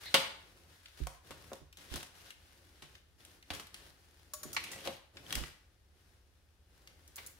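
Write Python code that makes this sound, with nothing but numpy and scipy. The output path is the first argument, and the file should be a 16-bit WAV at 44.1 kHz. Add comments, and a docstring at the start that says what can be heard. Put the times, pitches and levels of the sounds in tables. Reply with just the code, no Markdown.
"""Refitting a bicycle's rear wheel

A small hard-walled room, a stereo pair of microphones close to a bicycle standing on newspaper.
As the wheel is worked into the frame, the axle scrapes and knocks in the dropouts and sets the tubes
ringing, the chain ticks over the sprockets and the tyre bumps on the floor. A gloved hand reaches
through the wheel with a thin tool that taps the spokes and clanks on the hub."""
import sys
import numpy as np
from scipy import signal
from scipy.fft import rfft, irfft
from scipy.io import wavfile

SR = 44100
rng = np.random.default_rng(int(sys.argv[2]) if len(sys.argv) > 2 else 0)


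def digitize_waveform(pressure):
    """Quantize a signal to 16-bit integers and store it at the path in sys.argv[1].

    Rows of a 2-D input are taken as channels; values are limited to [-1, 1].
    """
    field = np.atleast_2d(pressure).T
    bounded = np.clip(field, -1, 1)
    quanta = np.round(bounded * 32767).astype(np.int16)
    wavfile.write(sys.argv[1], SR, quanta)


N = 325899

# gloves, chain and tyre slide steadily: t/s, length/s, level/dB, rumble/dB re level
SLIDES = [(0, 0.12, -56.5, -9.5), (0.31, 0.42, -71, 2), (0.66, 0.49, -69.5, -29), (0.968, 0.047, -60.5, -7),
          (1.218, 0.35, -65.5, 2.5), (1.77, 0.09, -62, -3.5), (2.135, 0.16, -62, -6.5),
          (2.315, 0.65, -71.5, 0), (3.171, 0.21, -68.5, -1), (3.716, 0.18, -67, 1),
          (3.877, 0.54, -73.5, -0.5), (4.372, 0.57, -63.5, 3.5), (5.128, 0.15, -68.5, 7),
          (5.933, 0.23, -77.5, -0.5), (6.64, 0.87, -74.5, 2.5), (7.153, 0.13, -64.5, -5.5)]
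# the wheel is shoved and the axle grinds in the dropouts: peak t/s, level/dB
SHOVES = [(1.958, -50.5), (3.554, -54.5), (4.855, -56.5), (5.333, -50), (5.375, -47)]
# spectra of the rubbing, its scrape and its low rumble: f/Hz, level/dB
SCRAPE_SPECTRUM = [(700, -4.5), (1100, -6), (1600, -1), (2200, -5), (3400, -4.5), (5500, -7), (7800, -12.5),
                   (10000, -10), (15000, -16.5)]
RUMBLE_SPECTRUM = [(100, 6.5), (230, -1), (360, 1.5), (800, -7)]
# metal sticks and slips: t/s, length/s, f/Hz, level/dB, upper octave/dB re level
SQUEAKS = [(0.04, .07, 1985, -52, 5), (5.263, .006, 3000, -48, -16)]
# axle and hub knock on the frame: t/s, level/dB, bass/dB re level, treble/dB re level, t60/s
KNOCKS = [(0.142, -16.5, 4, -1.5, 0.087), (0.1478, -35.5, 13.5, -4, 0.16),
          (1.0694, -43.5, 18.5, 10.5, 0.026), (1.3071, -47.5, 13.5, 2.5, 0.09),
          (1.532, -45.5, 11.5, 6.5, 0.027), (1.958, -44, 9.5, 10, 0.083), (2.0291, -44, 5.5, 6, 0.038),
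          (2.822, -50.5, 2, 0, 0.16), (3.5032, -35.5, 7.5, -3.5, 0.072), (3.536, -42, 5.5, 2.5, 0.064),
          (3.597, -45.5, 11, 5, 0.066), (4.639, -45, -13, 7.5, 0.078), (4.716, -52, 10, 14, 0.19),
          (4.8735, -35.5, 7, 0, 0.044), (5.3256, -27.5, -18, 4, 0.017), (5.3535, -31.5, -10, 9.5, 0.021)]
# modes of frame and wheel: f/Hz, level/dB, t60/s
FRAME_MODES = [(545, 2, .11), (702, -6, .12), (864, -6, .25), (1901, -8, .3), (2735, -1, .2),
               (2904, 0, .25), (3016, -1, .25), (3283, 12, .08), (3432, -1, .22), (3712, -1, .25)]
# spectrum of metal contact, for knocks and chain: f/Hz, level/dB
CONTACT_SPECTRUM = [(150, -4.5), (400, -4), (550, -8.5), (1200, -4), (1600, -4), (2200, -1), (3400, 0.5),
                    (4800, -5.5), (7500, -11), (10000, -11), (15000, -19)]
# links tick on the sprockets: t/s, level/dB, treble/dB re level
CHAIN_TICKS = [(0.858, -44.5, -5.5), (1.727, -50, 3.5), (1.771, -48, 6), (2.007, -45, -13),
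               (2.305, -42.5, 2), (2.952, -47.5, -4.5), (3.25, -53, 10), (3.426, -49.5, -4),
               (3.669, -49, 4.5), (3.743, -39.5, 3), (5.1699, -39, -14), (5.306, -36, -6.5),
               (6.874, -47.5, 1), (7.077, -63.5, 19)]
# the tyre meets the floor: t/s, bounce level/dB, bounce f/Hz, thud level/dB
TYRE_BUMPS = [(1.003, -54, 60, -36.5), (1.017, -35.5, 57, -56), (1.305, -57.5, 77, -46.5),
              (1.616, -59, 60, -52.5), (1.916, -45, 60, -47.5), (1.94, -50.5, 81, -40.5),
              (2.824, -63.5, 64.5, -50), (3.509, -46.5, 83.3, -57), (4.454, -67.5, 60, -42.5),
              (4.497, -66, 60, -49), (5.357, -47, 60, -39.5), (5.374, -41.5, 48.6, -45),
              (5.41, -41.5, 55.4, -43), (5.425, -62, 60, -43.5)]
# modes of the tyre casing: f/Hz, level/dB, t60/s
TYRE_MODES = [(144.4, -3.5, 0.21), (242, 0.11, 0.064), (292, -4, 0.076), (364, -4.5, 0.085)]
# the frame settles with a dull clunk: t/s, level/dB
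CLUNKS = [(1.517, -41.5), (4.76, -50.5), (4.859, -41), (4.875, -35), (7.185, -58.5)]
# modes of its hollow tubes: f/Hz, level/dB, t60/s
TUBE_MODES = [(215, -3, .12), (544, 0, .13), (692, -2, .12)]
# the tool taps the spokes: t/s, tick level/dB, twang level/dB, left/dB re right
SPOKE_TAPS = [(4.3354, -35, -36, 3), (4.4315, -37.5, -40, 1), (4.530, -37.5, -62, -0.5),
              (4.546, -41, -65, -4)]
# modes of a tensioned spoke: f/Hz, level/dB, t60/s
SPOKE_MODES = [(603, -7, .13), (1118, -2, .055), (6800, -7, .13)]
# spectrum of the tick on a spoke: f/Hz, level/dB
TAP_SPECTRUM = [(700, -16.5), (1400, -0.5), (2000, -14), (4300, -8), (6800, -1), (7800, -10), (9300, -2.5),
                (15000, -9)]
# the tool's shaft strikes the hub: t/s, crack level/dB, ring level/dB, crack t60/s
CLANKS = [(4.565, -25, -59, 0.064), (4.732, -56, -47.5, 0.054), (5.4368, -32.5, -52, 0.015),
          (7.182, -43.5, -64, 0.099)]
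# modes of the shaft, also pitched up for the chain links: f/Hz, level/dB, t60/s
SHAFT_MODES = [(1120, -5, .03), (1960, 6, .07), (2347, -9, .2)]
# spectrum of a clank: f/Hz, level/dB
CLANK_SPECTRUM = [(600, -5.5), (1150, 5.5), (1500, 0), (2200, 6), (3400, -1.5), (4500, -1), (7500, -15),
                  (15000, -32)]
# the slack chain shakes: start t/s, end t/s, level/dB
CHAIN_SHAKE = (4.6, 4.9, -51.5)
# the tool's tip skips along a spoke: t/s, level/dB
TIP_SKIPS = [(7.158, -37), (7.263, -37.5)]
# reverberation time of the room: f/Hz, t60/s
ROOM_DECAY = [(500, .43), (900, .6), (3500, .49), (15000, .35)]
# spectrum of the room tone: f/Hz, level/dB
ROOM_TONE_SPECTRUM = [(20, -22.5), (50, -2), (80, 3), (130, -21.5), (300, -26.5), (3000, -54),
                      (15000, -55.5)]


def from_db(db):
    return 10 ** (np.asarray(db) / 20)


def unit_rms(x):
    return x / np.sqrt(np.mean(x ** 2) + 1e-20)


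def at_hz(points, hz):
    """Read a table on a log-frequency axis."""
    known_hz, values = np.transpose(points)
    return np.interp(np.log(np.maximum(hz, 1)), np.log(known_hz), values)


def seconds(length):
    return np.arange(int(length * SR)) / SR


def add(track, s, sound):
    """Mix a sound in at time s."""
    at = max(round(s * SR), 0)
    track[..., at:at + sound.shape[-1]] += sound[..., :N - at]


def pan(left_db):
    """Gains that put the left microphone left_db above the right."""
    return from_db(np.array([[left_db], [-left_db]]) / 2)


def band(x, hz, kind="band", order=2):
    return signal.sosfilt(signal.butter(order, hz, kind, fs=SR, output="sos"), x + 1e-18)


def colour(x, spectrum, size=4096):
    """Causal filter of the given shape, falling away past its ends; white noise keeps its power."""
    hz = np.maximum(np.arange(size // 2 + 1) * SR / size, 1)
    skirts = np.minimum(hz / spectrum[0][0], 1) ** 2 * np.minimum(spectrum[-1][0] / hz, 1) ** 2
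    gain = unit_rms(from_db(at_hz(spectrum, hz)) * skirts)
    cepstrum = irfft(np.log(gain))
    cepstrum[1:size // 2] *= 2   # fold to minimum phase
    cepstrum[size // 2 + 1:] = 0
    impulse = irfft(np.exp(rfft(cepstrum)))
    return signal.oaconvolve(x, impulse[None], axes=1)[:, :N]


def stereo_noise(count, alike):
    """White noise that the two microphones share with correlation alike."""
    mid, side = rng.standard_normal((2, count))
    alike = np.clip(alike, 0, 1)
    return np.sqrt((1 + alike) / 2) * mid + np.sqrt((1 - alike) / 2) * side * [[1], [-1]]


def drift(hz, hop=40, settle=2000):
    """Random wander of unit RMS, mostly slower than hz."""
    pole = np.exp(-2 * np.pi * hz * hop / SR)
    noise = rng.standard_normal(N // hop + 2 + settle)
    slow = signal.lfilter([1], [1, -2 * pole, pole * pole], noise)[settle:]
    return np.interp(np.arange(N) / hop, np.arange(len(slow)), unit_rms(slow))


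def crack(t60, alike, edge, snap_share=0.063, rise_s=0.00049):
    """One contact: a sharp force pulse, then countless short-lived modes dying together."""
    t = seconds(.2)
    attack = (1 + edge * np.exp(-t / .001)) * (1 - np.exp(-t / rise_s))
    envelope = attack * from_db(-60 * t / max(t60, .004))
    energy = np.sum(envelope ** 2)
    burst = stereo_noise(len(t), alike) * envelope
    pulse = np.arange(len(t)) == rng.integers(20, 30, (2, 1))   # its own arrival at each microphone
    burst += pulse * np.sqrt(snap_share * energy)
    return burst * np.sqrt(energy / np.sum(burst ** 2, axis=1, keepdims=True))


def ring(modes, phase_spread, build_cycles):
    """One blow: each mode swells and dies, at a random strength, with its own phase per microphone."""
    t = seconds(.3)
    hz, db, t60 = np.transpose(modes)[:, :, None]
    strength = from_db(db + rng.standard_normal(hz.shape))
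    phase = phase_spread * rng.standard_normal((2, len(modes), 1))
    envelope = (1 - np.exp(-t * hz / build_cycles)) * from_db(-60 * t / t60)
    return np.sum(strength * envelope * np.sin(2 * np.pi * hz * t + phase), axis=1)


def rubbing_levels(attack_share=0.15, release_s=0.036, swell_db_per_s=217, fade_db_per_s=147):
    """Amplitudes of scrape and rumble: slides start, hold and stop; shoves swell to a peak and fade."""
    t = np.arange(N) / SR
    # each move is (amplitude, rumble/dB); the hands never rest completely
    moves = [(np.full(N, from_db(-80)), 2.5)]
    for s, length, db, rumble_db in SLIDES:
        attack = np.clip((t - s) / (attack_share * length), 0, 1)
        release = np.exp(-np.maximum(t - s - length, 0) / release_s)
        moves.append((from_db(db) * attack * release, rumble_db))
    for s, db in SHOVES:
        below_peak_db = np.maximum((s - t) * swell_db_per_s, (t - s) * fade_db_per_s)
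        moves.append((from_db(db - below_peak_db), -1.5))
    scrape = np.sqrt(sum(level ** 2 for level, _ in moves))
    rumble = np.sqrt(sum((level * from_db(rumble_db)) ** 2 for level, rumble_db in moves))
    return scrape, rumble


def rubbing(catches_per_s=260, catch_db=5.5, catch_s=0.0016, gritty_db=-62, uneven_db=3, wander_db=4):
    """Light rubbing is a smooth rustle; pressed harder, the surfaces catch in tiny, uneven grains."""
    level, rumble_level = rubbing_levels()
    catches = rng.random(N) < catches_per_s / SR
    sizes = from_db(catch_db * np.minimum(rng.exponential(1, N), 4))
    grains = unit_rms(signal.lfilter([1], [1, -np.exp(-1 / (catch_s * SR))], catches * sizes + 1e-18))
    pressure = level / (level + from_db(gritty_db))
    grain_share = pressure / 2
    grip = np.sqrt(1 - grain_share + grain_share * grains ** 2)
    grip *= from_db(uneven_db * pressure * drift(hz=15))
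    scrape = colour(stereo_noise(N, alike=0.13) * level * grip, SCRAPE_SPECTRUM)
    brightness = from_db(wander_db * pressure * drift(hz=9.2))
    scrape += (brightness - 1) * band(scrape, [2800, 4200], order=1)
    rumble = colour(stereo_noise(N, alike=0.74) * rumble_level, RUMBLE_SPECTRUM)
    return rumble + from_db(4) * scrape * pan(left_db=3)


def metal_squeaks():
    """Dry metal sticks and slips unevenly, exciting two broad resonances an octave apart."""
    out = np.zeros((2, N))
    for s, length, hz, db, octave_db in SQUEAKS:
        count = len(seconds(length))
        slips = stereo_noise(count, alike=0.43) * rng.exponential(1, count)
        edges_hz = hz * np.array([.9, 1.1])
        low = unit_rms(band(slips, edges_hz))
        high = unit_rms(band(slips, 2 * edges_hz))
        add(out, s, from_db(db) * np.hanning(count) * (low + from_db(octave_db) * high))
    return out


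def axle_knocks(ring_db=-20.5, full_ring_db=-19, hollow_below_hz=800):
    """Each knock is a short clunk under a crack; the hard ones bring out the ring of the whole frame."""
    contact, frame = np.zeros((2, 2, N))
    for s, db, bass_db, treble_db, t60 in KNOCKS:
        blow = crack(t60, alike=0.88, edge=0.3)
        bass = band(blow, [170, 1000]) / 2 + band(blow, [520, 780], order=1)   # hollow tubes
        middle = band(crack(t60, alike=.3, edge=1.5), [850, 5500], order=4)
        treble = band(crack(t60, alike=0, edge=1.5), 5500, "high", order=4)
        add(contact, s, from_db(db) * (from_db(bass_db) * bass + middle + from_db(treble_db) * treble))
        # the tubes' hollow modes follow the bass of each knock
        modes = [(hz, mode_db + (bass_db if hz < hollow_below_hz else 0), decay)
                 for hz, mode_db, decay in FRAME_MODES]
        hardness = min(from_db((db - full_ring_db) / 2), 1)
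        ringing = ring(modes, phase_spread=0.33, build_cycles=0.55)
        add(frame, s, hardness * from_db(db + ring_db) * ringing)
    return (colour(contact, CONTACT_SPECTRUM) + frame) * pan(left_db=1.5)


def chain_ticks():
    """Links tick lightly on the sprockets, mostly reaching the left microphone a little earlier."""
    out = np.zeros((2, N))
    lags = rng.integers(-12, 4, len(CHAIN_TICKS))   # samples
    for (s, db, treble_db), lag in zip(CHAIN_TICKS, lags):
        left, right = crack(t60=0.03, alike=0.92, edge=0.77)
        tick = np.array([np.roll(left, lag), right])
        treble = from_db(treble_db) * band(tick, 6500, "high", order=4)
        add(out, s, from_db(db) * (band(tick, [1200, 5500]) + treble))
    return colour(out, CONTACT_SPECTRUM) * pan(left_db=2)


def tyre_bumps(bounce_t60=0.2):
    """The bicycle bounces on its tyre, well to the right, while the casing gives a hollow thud."""
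    out = np.zeros((2, N))
    for s, bounce_db, hz, thud_db in TYRE_BUMPS:
        bounce = ring([(hz, 0, bounce_t60)], phase_spread=0.35, build_cycles=0.052)
        thud = ring(TYRE_MODES, phase_spread=0.76, build_cycles=0.57)
        add(out, s, from_db(bounce_db) * bounce * pan(left_db=-20.5))
        add(out, s, from_db(thud_db) * thud * pan(left_db=-2))
    return out


def frame_clunks(puff_db=10, ring_db=-5):
    """The frame settles with a padded blow: a low puff and the hollow ring of the tubes."""
    out = np.zeros((2, N))
    for s, db in CLUNKS:
        puff = band(crack(t60=0.15, alike=0.83, edge=0.86), [190, 880])
        add(out, s, from_db(db + puff_db) * puff)
        add(out, s, from_db(db + ring_db) * ring(TUBE_MODES, phase_spread=0.57, build_cycles=0.35))
    return out


def spoke_taps(shimmer_hz=(2990, 15530), shimmer_db=-22, shimmer_t60=0.099):
    """The tool ticks on a spoke; the taut wire twangs and shimmers with high overtones of its own."""
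    ticks, wire = np.zeros((2, 2, N))
    for s, tick_db, twang_db, left_db in SPOKE_TAPS:
        shimmer = [(hz, tick_db + shimmer_db, shimmer_t60) for hz in rng.uniform(*shimmer_hz, size=24)]
        twang = [(hz, twang_db + db, t60) for hz, db, t60 in SPOKE_MODES]
        add(ticks, s, from_db(tick_db) * pan(left_db) * crack(t60=0.052, alike=0.077, edge=0.098))
        add(wire, s, pan(left_db) * ring(twang + shimmer, phase_spread=0.15, build_cycles=6.8))
    return colour(ticks, TAP_SPECTRUM) + wire


def hub_clanks():
    """Steel on steel: a hard, mid-heavy crack and a brief ring of the tool's shaft."""
    contact, shaft = np.zeros((2, 2, N))
    for s, crack_db, ring_db, t60 in CLANKS:
        add(contact, s, from_db(crack_db) * crack(t60, alike=0.13, edge=0.32))
        add(shaft, s, from_db(ring_db) * ring(SHAFT_MODES, phase_spread=0.45, build_cycles=1))
    return (colour(contact, CLANK_SPECTRUM) + shaft) * pan(left_db=1)


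def chain_rattle(chinks_per_s=80, spread_db=0.5, spread_octaves=0.84):
    """The slack chain jiggles: links chink at random, each at its own pitch."""
    out = np.zeros((2, N))
    start, end, db = CHAIN_SHAKE
    for s in rng.uniform(start, end, int(chinks_per_s * (end - start))):
        strength = from_db(db + spread_db * rng.standard_normal())
        pitch = 2 ** rng.uniform(0, spread_octaves)
        link_modes = [(hz * pitch, mode_db, t60 / 2) for hz, mode_db, t60 in SHAFT_MODES]
        add(out, s, strength / 4 * ring(link_modes, phase_spread=0.61, build_cycles=1))
        add(out, s, strength * crack(t60=0.033, alike=0.39, edge=0.7))
    return colour(out, CONTACT_SPECTRUM)


def tip_skips(gap_s=0.0065, above_hz=5600):
    """The tool's light tip bounces once per skip: two thin, dry ticks that leave the wire silent."""
    out = np.zeros((2, N))
    for s, db in TIP_SKIPS:
        for touch in (s, s + gap_s):
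            add(out, touch, from_db(db) * crack(t60=0.032, alike=0, edge=0))
    return band(out, above_hz, "high", order=3)


def room(x, build_s=0.0019):
    """Reflections off the near walls thicken within milliseconds and die soonest in the top treble."""
    t = seconds(.8)
    edges_hz = np.geomspace(60, 18000, 10)
    tail = np.zeros((2, len(t)))
    for low, high in zip(edges_hz, edges_hz[1:]):
        t60 = at_hz(ROOM_DECAY, np.sqrt(low * high))
        reflections = stereo_noise(len(t), alike=300 / high)   # both microphones get the same bass
        tail += band(reflections, [low, high]) * from_db(-60 * t / t60)
    tail *= 1 - np.exp(-t / build_s)
    tail /= np.sqrt(np.sum(tail ** 2) / 2)
    return signal.oaconvolve(x, tail, axes=1)[:, :N]


def scene(metal_room_db=-6, bump_room_db=-14, rub_room_db=-10, tool_carries_above_hz=1450):
    """All is close to the microphones; of tool and spokes only the upper range carries into the room."""
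    metal = axle_knocks() + chain_ticks() + chain_rattle() + metal_squeaks()
    tool = hub_clanks() + spoke_taps() + tip_skips()
    bumps = tyre_bumps() + frame_clunks()
    rub = rubbing()
    room_tone = from_db(-66.5) * colour(stereo_noise(N, alike=0.9), ROOM_TONE_SPECTRUM)
    to_walls = from_db(metal_room_db) * (metal + band(tool, tool_carries_above_hz, "high"))
    to_walls += from_db(bump_room_db) * bumps + from_db(rub_room_db) * rub
    return metal + tool + bumps + rub + room(to_walls) + room_tone


def record(dry):
    """The top is cut steeply above 15.7 kHz."""
    return signal.sosfilt(signal.ellip(10, .1, 70, 15700, fs=SR, output="sos"), dry)


dry = scene()
out = record(dry)
digitize_waveform(out)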